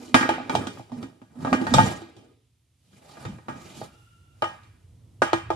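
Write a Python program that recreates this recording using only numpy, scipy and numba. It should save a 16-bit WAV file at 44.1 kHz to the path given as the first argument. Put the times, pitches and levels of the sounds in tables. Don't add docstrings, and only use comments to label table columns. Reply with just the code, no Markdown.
import sys
import numpy as np
from numba import njit
from scipy import signal
from scipy.fft import rfft, irfft, next_fast_len
from scipy.io import wavfile

SR = 44100
rng = np.random.default_rng(int(sys.argv[2]) if len(sys.argv) > 2 else 0)


def inscribe(sig):
    pcm = np.round(np.clip(np.atleast_2d(sig).T, -1, 1) * 32767)
    wavfile.write(sys.argv[1], SR, pcm.astype(np.int16))


N = 244755
STEP = 24


def from_db(db):
    return 10 ** (np.asarray(db) / 20)


def rms_one(x):
    return x / np.sqrt(np.mean(x ** 2) + 1e-20)


def in_time(rows):
    s, *columns = np.transpose(rows)
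    t = np.arange(N // STEP + 1) * STEP / SR
    return np.array([np.interp(t, s, c, -120, -120) for c in columns])


def every_sample(gain):
    return np.interp(np.arange(N) / STEP, np.arange(len(gain)), gain)


def at_hz(points, hz):
    points = np.array(points)
    return np.interp(np.log(hz), np.log(points[:, 0]), points[:, 1])


def drift(rate):
    r = np.exp(-2 * np.pi * rate * STEP / SR)
    white = rng.standard_normal(N // STEP + 2001)
    return rms_one(signal.lfilter([1], [1, -2 * r, r * r], white)[2000:])


def dying(clicks, t60):
    return signal.lfilter([1], [1, -from_db(-60 * STEP / (t60 * SR))], clicks + 1e-18)


PART_HZ = [150, 258, 340, 480, 800, 1450]
# start_s [s], level_db [dB, relative], then extra stand_db, wall_db, dome_db, lugs_db,
# hard_db (hardness of the contact) and rattle_db [dB]
KNOCKS = [(0.078, -57, 16.5, 25, 30, 14, 17.5, -13), (0.142, -6.5, -14, 4.5, -6.5, 8, 3, 2),
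          (0.149, -11, 0, 1, 0, -10, -12, -23), (0.208, -15, -16, 7.5, -2, 6, -3, -13),
          (0.226, -24, 4, -14, 5, 18, 0, -2), (0.289, -8, -39, -4.5, -5.5, 0, -7.5, -5),
          (0.336, -28, -14, -10, -10, 10, -19, -10), (0.38, -21.5, -26, -13, -27, -9, -19, -28),
          (0.399, -25, -4, -5, -1, -9, -32, -1.5), (0.441, -41, -10, 0, -3, -20, -15, -12),
          (0.494, -19, -31, 3, 3, 3, -2, 0.5), (0.54, -31, 3, -27, 10.5, -18, 0, -23),
          (0.55, -9, -8, -12, -21, -8, -2, -11), (0.608, -39.5, 9, 23, 14, -10, -2, -10),
          (0.668, -27.5, 1.5, 8.5, 1, 6.5, 8.5, -7.5), (0.771, -41.5, 12, 2, -2.5, 2.5, -0.5, 3.5),
          (0.794, -29, 3.5, -2, -3, -20, -21, -4), (0.895, -45, 3, -9.5, -6, -12, -7, 1),
          (0.917, -32.5, 6, 7, -5, -14, -10, 5), (1.026, -35, 5, 7, 10, 6, 6.5, -8),
          (1.215, -44, 7.5, 12.5, 3.5, -2, -5, 2), (1.354, -65, 13, 26, -8, -4, 12, -8),
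          (1.405, -45, 0, 11, 9, 5.5, 0, -18), (1.447, -18.5, -8, 2.5, -24, -4.5, -13, 2.5),
          (1.469, -21, -13, -2, -14, -3, -15, 2.5), (1.527, -13.5, -19, 7, 0, 7.5, -1, -4),
          (1.613, -27.5, 7, 16, 18.5, -13, 0, -7), (1.639, -36, -3, 15.5, 13, 5, 4, -0.5),
          (1.666, -19, -11, -3.5, -5, 6, -2.5, -4.5), (1.714, -42, 22, 20.5, 7, 21.5, -2, -12),
          (1.737, -4.5, 2.5, -0.5, -7.5, -0.5, 3.5, -5), (1.776, -12.5, 12.5, -6.5, -10, 0, -19, -16),
          (1.782, -5.5, 2.5, -15.5, -11, 1.5, -10.5, -12.5), (1.789, -8.5, 3.5, -10, -6.5, 1, -6.5, -12),
          (1.8, -12, -6, -12, -9.5, -2, -10.5, -15.5), (1.83, -30, 13.5, -17, -6, 5, 9, -12),
          (2.017, -38.5, -9, -15.5, 15, -2, 3, -8.5), (2.164, -52, 18, 6, 11, -14, 8.5, 3),
          (2.929, -61, 26.5, 7.5, 13.5, 12.5, 11.5, -9.5), (3.169, -47, -20.0, -17, 7.5, 8, -9, 6.5),
          (3.25, -33, 16.5, -39, 9, 8, 4, 0.5), (3.316, -58, 24, 13, 8.5, -7, -9, -20),
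          (3.383, -53.5, 7, 7, 12, 8.5, -16, 6), (3.482, -28, 4, 4, 2.5, 2, -9.5, 7.5),
          (3.813, -29.5, 3, -6, -3.5, -6.5, -12.5, 3), (4.42, -10.5, -17, -19, -4, -4, -12.5, -0.5),
          (4.44, -22.5, -12, -17, 7, 3, -4, -8), (4.489, -51, -5, -12, 2, -16, -20.5, -5),
          (4.632, -60, 7.5, -18, -4.5, 12, 15.5, 0), (5.218, -11, -12, -8, 5, 4.5, -4.5, 2),
          (5.225, -22, -16.5, -2.5, 17, 1, -30, -9), (5.33, -8, -10, -14.5, 6.5, 1.5, -6, -6),
          (5.502, -12.5, -46, -16.5, -0.5, -8, -13, -1)]
HARD_FROM_HZ, HARD_FULL_HZ = 1900, 3000


def knock_db(hz):
    rows = np.array(KNOCKS)
    stand, wall, dome, _, _, lugs = [np.interp(np.log(hz), np.log(PART_HZ), one) for one in np.eye(len(PART_HZ))]
    hard = np.interp(np.log(hz), np.log([HARD_FROM_HZ, HARD_FULL_HZ]), [0, 1])
    return rows[:, 1] + rows[:, 2:7] @ [stand, wall, dome, lugs * (1 - hard), hard]


# start_s [s], then three pairs of mode_hz [Hz], extra_db [dB]
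SPOTS = [(0.142, 1688, 4.5, 3300, -17, 2300, -3), (0.209, 740, -10, 2260, 4, 4400, 5),
         (0.289, 864, 6.5, 2930, 7.5, 2300, -3), (0.494, 880, 10.5, 2300, 14, 3200, 11),
         (0.55, 766.5, 3, 3200, 11, 2330, 7), (0.668, 1656, -8, 776, 3, 2300, -2),
         (1.446, 900, 1, 1860, 3, 3000, -5), (1.527, 1230, 9, 1860, 1, 3000, 9),
         (1.666, 880, 2.5, 1860, 3, 3000, -5), (1.737, 3380, -7, 7600, 12, 3800, 5),
         (1.781, 880, 10, 1240, 2.5, 1860, 4), (1.791, 880, 7, 1240, 6.3, 1860, 7.5),
         (1.8, 880, 5, 1390, 5, 1860, 4.5), (1.83, 3130, 6, 3700, 6, 4620, 6),
         (2.017, 3100, 4, 2350, -8, 4620, 3), (2.164, 3160, 12, 2500, 2, 4000, 4),
         (3.483, 890, 7, 1180, 9, 1630, 1), (3.813, 601, 6, 831, 0, 1240, 0.5),
         (4.42, 1260, 9.5, 3010, 18, 2280, 21), (4.438, 1235, 15, 2980, 11, 1640, 2),
         (5.218, 1390, 4, 1610, 5.5, 2570, 9.5), (5.33, 880, 6.5, 3750, 12, 4020, 13.5),
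         (5.502, 870, 5.5, 3160, 12, 1260, 4)]
SPOT_WIDTH_OCTAVES = .05


def spot_db(hz):
    out, times = np.zeros((len(hz), len(KNOCKS))), np.array(KNOCKS)[:, 0]
    for s, *pairs in SPOTS:
        nearest = np.argmin(abs(times - s))
        for mode_hz, db in np.reshape(pairs, (-1, 2)):
            octaves = np.log2(hz / mode_hz)
            out[:, nearest] += db * np.exp(-(octaves / SPOT_WIDTH_OCTAVES) ** 2)
    return out


# pitch_hz [Hz], level_db [dB], t60_s [s, at grip 1], left_lead_rad [rad],
# left_right_db [dB]
MODES_OF_COOKER = [(109, -3.5, 0.19, -0.5, 0.5), (138.3, -6.5, 0.13, -0.7, 1), (196, -9.5, 0.21, -0.85, 2),
                   (255, 3, 0.098, 0.31, -3), (334.3, -3.5, 0.19, 1, 0), (390.2, -15.5, 0.04, 0.5, 7.5),
                   (519, -10.5, 0.12, 1.23, 2), (646, -12, 0.09, -0.5, 3), (802, -8, 0.019, -1.54, -8.5),
                   (830, -5.5, 0.2, 1.62, -2), (881.2, -1.5, 0.1, 1.47, 2), (1000, -23.5, 0.042, 12, -0.5),
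                   (1240, -16.5, 0.19, 7.5, 5.5), (1230, -3.5, 0.053, 1.37, -0.5),
                   (1292.5, -6, 0.062, 4, 0.5), (1470, -11, 0.11, 4, -9.5), (1640.5, -11.5, 0.32, 2, 2.5),
                   (1860, -14, 0.25, -2, -1.5), (2360, -23.5, 0.75, 4, 2), (2323, -23, 0.21, 2, -2.5),
                   (2530, -22.5, 0.11, 10.5, 2), (2996, -20, 0.45, 3, 3), (3230, -20, 0.11, 6, -2),
                   (3560, -19.5, 0.22, 9.5, -3.5), (3810, -23.5, 0.14, 2.5, -4),
                   (4054, -26.5, 0.076, 13, 2.5), (4360, -30.5, 0.14, 2, 0.5), (5086, -36, 0.56, 5.5, -3.5),
                   (5760, -32, 0.15, 3, -13.5), (7600, -35, 0.12, 9, 4.5), (1180, -14, 0.2, 2.5, 0),
                   (2068, -24, 0.033, 3, -0.5), (2940, -23, 0.69, 2.5, -0.5), (3140, -25.5, 0.33, 1.5, 0),
                   (3370, -23, 0.093, 1, 0), (4540, -30, 0.068, 3, -1), (4620, -31, 0.087, 2, -0.5),
                   (6750, -33, 0.12, 2.5, 0), (2445, -23, 0.18, -1.5, 0), (2765, -29, 0.2, -1.5, 0),
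                   (3680, -27, 0.2, -1, 0), (3910, -26, 0.082, -0.5, 1)]
# [s, before chance and grip]
SMALL_MODES = [(4200, -32, 0.16), (5500, -28.5, 0.13), (8600, -31.5, 0.12), (13500, -43.5, 0.075)]
CLACK_HZ, CLACK_DB, CLACK_T60_S = 740, 9, .022


def all_modes(count):
    hz = np.geomspace(4200, 13000, count) * from_db(.12 * rng.standard_normal(count))
    table = np.array(SMALL_MODES)
    level_db = at_hz(table[:, :2], hz)
    t60 = at_hz(table[:, ::2], hz) * from_db(0.5 * rng.standard_normal(count))
    lead = rng.uniform(-np.pi, np.pi, count)
    pan_db = rng.standard_normal(count)
    small = np.transpose([hz, level_db, t60, lead, pan_db])
    return np.vstack([[(CLACK_HZ, CLACK_DB, CLACK_T60_S, 0, 0)], MODES_OF_COOKER, small])


@njit(fastmath=True)
def ring_bank(decay, turn, grip, step, ports, at, blows, part, rub):
    out = np.zeros((2, rub.shape[1]))
    for k in range(len(decay)):
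        force = rub[part[k]].astype(np.complex128)
        for j in range(at.shape[1]):
            force[at[k, j]] += blows[k, j]
        state = pole = 1e-18 + 0j
        for i in range(len(force)):
            if i % step == 0:
                pole = decay[k] ** grip[i // step] * turn[k]
            state = pole * state + force[i] + 1e-18
            out[0, i] += (state * ports[0, k]).imag
            out[1, i] += (state * ports[1, k]).imag
    return out


# start_s [s], grip [factor on every decay rate]
GRIP = [(0, 1.1), (1.7, 1.05), (1.85, 0.85), (2.5, 0.94), (3.0, 1.2), (4.45, 1.18), (4.52, 1.3), (5.2, 1.1),
        (5.56, 1.07)]
HELD_T60_S = .33
BUILD_UP_S, CONTACT_S = .0015, .0015
RING_DB = -9
UNEVEN_LOW_DB, UNEVEN_HIGH_DB = 8, 14
CLACK_SHARE_DB, CLACK_UNEVEN_DB = -3, 3.5
CHATTER_DB, RIM_CHATTER_DB = -35, -45.5


def cooker(drag):
    rows = np.array(KNOCKS)
    hz, level_db, t60, lead, pan_db = all_modes(count=60).T
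    late, strength = np.transpose(rng.random((len(rows), 2, len(hz))), (1, 2, 0))
    late[0] = 0.45
    at = ((rows[:, 0] + BUILD_UP_S + late * CONTACT_S) * SR).astype(int)

    spread_db = np.where(hz > 2000, UNEVEN_HIGH_DB, UNEVEN_LOW_DB)[:, None]
    uneven_db = spread_db * (strength - .5) + spot_db(hz)
    blows = from_db(np.array([knock_db(f) for f in hz]) + RING_DB + uneven_db)
    blows[0] *= from_db(spot_db(np.array([CLACK_HZ]))[0])
    blows[0] *= from_db(CLACK_SHARE_DB + CLACK_UNEVEN_DB * (strength[1] - .5))
    blows[1::2] *= -1

    rub = []
    for level in drag:
        rough_level = every_sample(level * from_db(-36.0 + 1.3 * drift(17)))
        rub.append(rough_level * grit(per_s=2000, uneven_db=0.0))
    rub[3] = rub[3] + chatter(HARD_FULL_HZ, CHATTER_DB)
    rub.append(rub[2])
    rub[2] = rub[2] + chatter(PART_HZ[-1], RIM_CHATTER_DB)
    part = np.searchsorted([220, 450, 2000], hz)
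    part[0] = len(rub) - 1

    t60 = np.where(hz > 2000, np.minimum(t60, HELD_T60_S), t60)
    decay, turn = from_db(-60 / (t60 * SR)), np.exp(2j * np.pi * hz / SR)
    ports = from_db(level_db + [pan_db / 2, -pan_db / 2]) * np.exp([.5j * lead, -.5j * lead])
    grip = np.clip(in_time(GRIP)[0], .5, 3)
    return ring_bank(decay, turn, grip, STEP, ports, at, blows, part, np.array(rub))


def grit(per_s, uneven_db):
    sizes = from_db(uneven_db * np.minimum(rng.exponential(1, N), 4)) * rng.choice([-1, 1], N)
    return rms_one(sizes * (rng.random(N) < per_s / SR))


CHATTER_PER_S, CHATTER_UNEVEN_DB, CHATTER_T60_S = 700, 3, 0.28


def chatter(hz, db):
    rows, kicks = np.array(KNOCKS), np.zeros(N // STEP + 1)
    just_after = (rows[:, 0] * SR / STEP).astype(int) + 4
    kicks[just_after] = from_db(knock_db(hz) + rows[:, 7] + db)
    touches = grit(per_s=CHATTER_PER_S, uneven_db=CHATTER_UNEVEN_DB)
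    return every_sample(dying(kicks, CHATTER_T60_S)) * touches


# [dB, relative]
STROKES = [(0.0, 0.08, -70, -45.5, -51, -47.5), (0.299, 0.017, -41, -31, -59, -48),
           (0.546, 0.057, -34, -30, -33.5, -43.5), (0.74, 0.041, -51, -63, -63, -50.5),
           (0.967, 0.093, -47, -46.5, -52, -58), (1.435, 0.11, -36, -41.5, -43, -50.5),
           (1.55, 0.082, -53, -32.5, -37, -49), (1.782, 0.015, -16.5, -29, -27, -30),
           (1.863, 0.016, -50, -29, -30.5, -33), (2.198, 0.049, -70, -51, -61, -66.5),
           (2.928, 0.049, -56.5, -63, -70.5, -57.5), (3.02, 0.17, -62.5, -58.5, -56.5, -59),
           (3.11, 0.047, -68, -62, -57, -50), (3.17, 0.13, -56, -53, -49, -52.5),
           (3.29, 0.045, -40, -55, -73, -81), (3.52, 0.062, -44.5, -48, -51, -55.5),
           (3.638, 0.21, -47.5, -50.5, -51.5, -47.5), (4.43, 0.11, -55, -63.5, -60.5, -57.5)]
LET_GO_DB_PER_S = [153, 114, 137, 151]
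PRESS_DB_PER_S = 173


def strokes():
    t, power = np.arange(N // STEP + 1) * STEP / SR, 0
    for start, held, *part_db in STROKES:
        early, over = np.maximum(start - t, 0), np.maximum(t - start - held, 0)
        swell_db = np.array(part_db)[:, None] - PRESS_DB_PER_S * early
        power = power + from_db(2 * (swell_db - np.outer(LET_GO_DB_PER_S, over)))
    return np.sqrt(power)


# start_s [s], pitch_hz [Hz], level_db [dB]
GROANS = [
    [(0.0, 249, -41), (0.02, 243, -50), (0.032, 245, -44), (0.076, 244, -55), (0.082, 247, -44),
     (0.096, 241, -55), (0.104, 242, -51), (0.126, 239, -41), (0.135, 236, -38)],
    [(0.23, 267, -45), (0.246, 274, -28), (0.26, 258, -25), (0.28, 242, -55), (0.292, 256, -27),
     (0.326, 259, -61), (0.404, 240.4, -40), (0.434, 280, -45), (0.47, 278, -46)],
    [(0.9, 246, -63), (0.93, 242, -30.5), (0.956, 253, -38), (0.972, 244, -44), (0.99, 232.4, -32),
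     (1.034, 245.5, -46), (1.046, 262, -33), (1.12, 265, -66), (1.13, 268, -48.5)],
    [(1.34, 255, -69), (1.356, 241, -55), (1.382, 246.6, -35), (1.406, 263.3, -41.5), (1.492, 262, -27.5),
     (1.514, 263, -40), (1.522, 262, -20.5), (1.536, 254.3, -14.5), (1.55, 254, -17)],
    [(1.55, 256.9, -32), (1.566, 257, -39), (1.578, 258.5, -27), (1.636, 250.4, -27.5), (1.676, 256, -49),
     (1.688, 251, -47), (1.702, 245, -57), (1.72, 244, -17.5), (1.735, 241.8, -23)],
]
GROAN_WAVER_DB = 1


def groan():
    out = 0
    for rows in GROANS:
        s, hz, _ = np.transpose(rows)
        turns = np.cumsum(np.interp(np.arange(N) / SR, s, hz)) / SR
        level = from_db(in_time(rows)[1] + GROAN_WAVER_DB * drift(25))
        out = out + every_sample(level) * np.sin(2 * np.pi * turns)
    return np.sqrt(2) * out * from_db([[-1.5], [1.5]])


# [dB per Hz, relative]
CRACK = [(70, -32), (150, -4), (400, -3), (900, -1), (2000, -10), (4000, -21.5), (8000, -21.5),
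         (13500, -38.5)]
# pitch_hz [Hz], t60_s [s]
TAIL_T60 = [(100, 0.51), (400, 0.17), (1000, 0.49), (3000, 1), (5000, 1), (8000, 0.55), (13000, 0.2)]
CRACK_DB, CRACK_T60_S, TAIL_DB = 5, 0.071, -9.5
TAIL_TREBLE_DB = -5
TICK_DB, TICK_T60_S, TICK_FROM_HZ, TICK_DB_PER_OCTAVE = 12, 0.028, 2300, -4.5


def cracks(hz, together):
    rows, power = np.array(KNOCKS), np.zeros(N // STEP + 1)
    at = ((rows[:, 0] + BUILD_UP_S) * SR / STEP).astype(int) + 1
    hit_db = knock_db(hz) + at_hz(CRACK, hz)
    power[at] = from_db(2 * (hit_db + rows[:, 7]))
    treble_db = TAIL_TREBLE_DB * (hz > 600)
    rattle_gain = from_db(2 * (CRACK_DB + treble_db) + 3.0 * (together + drift(60)))
    rattle = rattle_gain * dying(power, CRACK_T60_S / 2)
    edge = np.zeros_like(power)
    tick_db = TICK_DB + TICK_DB_PER_OCTAVE * np.log2(hz / TICK_FROM_HZ)
    edge[power > 0] = from_db(2 * (hit_db + tick_db)) * (hz > TICK_FROM_HZ)
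    tail = from_db(2 * (TAIL_DB + treble_db)) * dying(power, at_hz(TAIL_T60, hz) / 2)
    return dying(edge, TICK_T60_S / 2) + rattle + tail


# [dB per Hz, relative]
RUSH = [(70, 8), (150, 10.5), (300, 3.5), (600, -4.5), (1200, -11), (2000, -13), (3000, -15), (8000, -11.5),
        (13500, -21.5)]


def drag_hiss(hz, drag, together):
    part = np.searchsorted([220, 450, 1800], hz)
    return (drag[part] * from_db(at_hz(RUSH, hz) + 8.5 + 1.9 * (together + drift(15)))) ** 2


THROUGH_DB, THROUGH_PEAK_DB = -4, 9
THROUGH_HALF_WIDTH_HZ = 20


def through_metal(noise):
    size = next_fast_len(N + SR // 2)
    hz = np.arange(size // 2 + 1) * SR / size
    upper = [mode[0] for mode in MODES_OF_COOKER if mode[0] > 600]
    peaks = sum(1 / (1 + 1j * (hz - mode_hz) / THROUGH_HALF_WIDTH_HZ) for mode_hz in upper)
    coloured = rfft(noise, size) * (1 + from_db(THROUGH_PEAK_DB) * peaks)
    return from_db(THROUGH_DB) * irfft(coloured, size)[:, :N]


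# pitch_hz [Hz], likeness [left-right correlation, -1 to 1]
LIKENESS = [(100, 0.98), (300, 0.78), (700, -0.08), (1200, 0.34), (2000, 0.75), (12000, 0.085)]


def banded_noise(power_at):
    out, edges = 0, 30 * 2 ** np.arange(.5, 9.1, .5)
    white = rng.standard_normal((2, 2, N))
    for k, (low, high) in enumerate(zip(edges, edges[1:])):
        hz = np.sqrt(low * high)
        band = signal.butter(2, [low, high], "band", fs=SR, output="sos")
        mid, side = signal.sosfilt(band, white[k % 2])
        alike = np.clip(at_hz(LIKENESS, hz), -1, 1)
        stereo = np.sqrt(1 + alike) * mid + np.sqrt(1 - alike) * side * [[1], [-1]]
        out = out + every_sample(np.sqrt(power_at(hz))) * stereo
    return out


# [dB, relative]
WHINE = [(1375, 52, -4), (2820, 170, -10), (3460, 180, -20)]
# start_s [s], level_db [dB]
WHINE_LEVEL = [(3.88, -65), (3.95, -58), (4.34, -64.5), (4.42, -74)]


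def whine():
    white = rng.standard_normal((2, N))
    tones = 0
    for hz, width, db in WHINE:
        band = signal.butter(2, [hz - width / 2, hz + width / 2], "band", fs=SR, output="sos")
        tones = tones + from_db(db) * rms_one(signal.sosfilt(band, white))
    return every_sample(from_db(in_time(WHINE_LEVEL)[0])) * tones


# [dB per Hz, relative]
HUM = [(30, 14.5), (60, 11.5), (100, 12), (160, -6.5), (300, -10), (500, -20.5), (1000, -24.5), (2000, -62),
       (14000, -92.5)]
# [dB, relative]
HUM_LEVEL = [(0.0, -51), (0.63, -46), (1.3, -62), (1.8, -49), (2.52, -57.5), (3.14, -56.5), (3.45, -58.5),
             (3.74, -50), (3.9, -49), (5.25, -41), (5.41, -37), (5.56, -30)]
# [dB per Hz, relative]
AIR = [(300, -30), (700, -3), (2000, -1), (2900, 3), (5000, -1), (9000, 0), (13500, -8)]
# [dB, relative]
AIR_LEVEL = [(0, -68), (2.4, -76), (2.7, -76), (3.0, -69), (4.05, -67), (4.3, -71), (4.5, -68), (4.7, -71),
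             (5.56, -71)]
HUM_SHAKEN_DB = -18.5


def background(hz, stand):
    hum_level = from_db(in_time(HUM_LEVEL)[0]) + from_db(HUM_SHAKEN_DB) * stand
    hum = hum_level * from_db(at_hz(HUM, hz) + 4.0 + 0.58 * drift(9.4))
    return hum ** 2 + from_db(2 * (in_time(AIR_LEVEL)[0] + at_hz(AIR, hz)))


LEFT_DB = -1.4


def scene():
    drag, together = strokes(), drift(26)
    borne = through_metal(banded_noise(lambda hz: cracks(hz, together) + drag_hiss(hz, drag, together)))
    room = banded_noise(lambda hz: background(hz, drag[0]))
    return (cooker(drag) + borne + room + groan() + whine()) * from_db([[LEFT_DB / 2], [-LEFT_DB / 2]])


MIC_LOW_HZ, CUTOFF_HZ = 86.6, 14000


def record(dry):
    heard = signal.sosfilt(signal.butter(3, MIC_LOW_HZ, "high", fs=SR, output="sos"), dry)
    rounded = 1.306 * np.tanh(heard / 1.475)
    return signal.sosfilt(signal.cheby2(12, 45, CUTOFF_HZ, fs=SR, output="sos"), rounded)


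dry = scene()
out = record(dry)
inscribe(out)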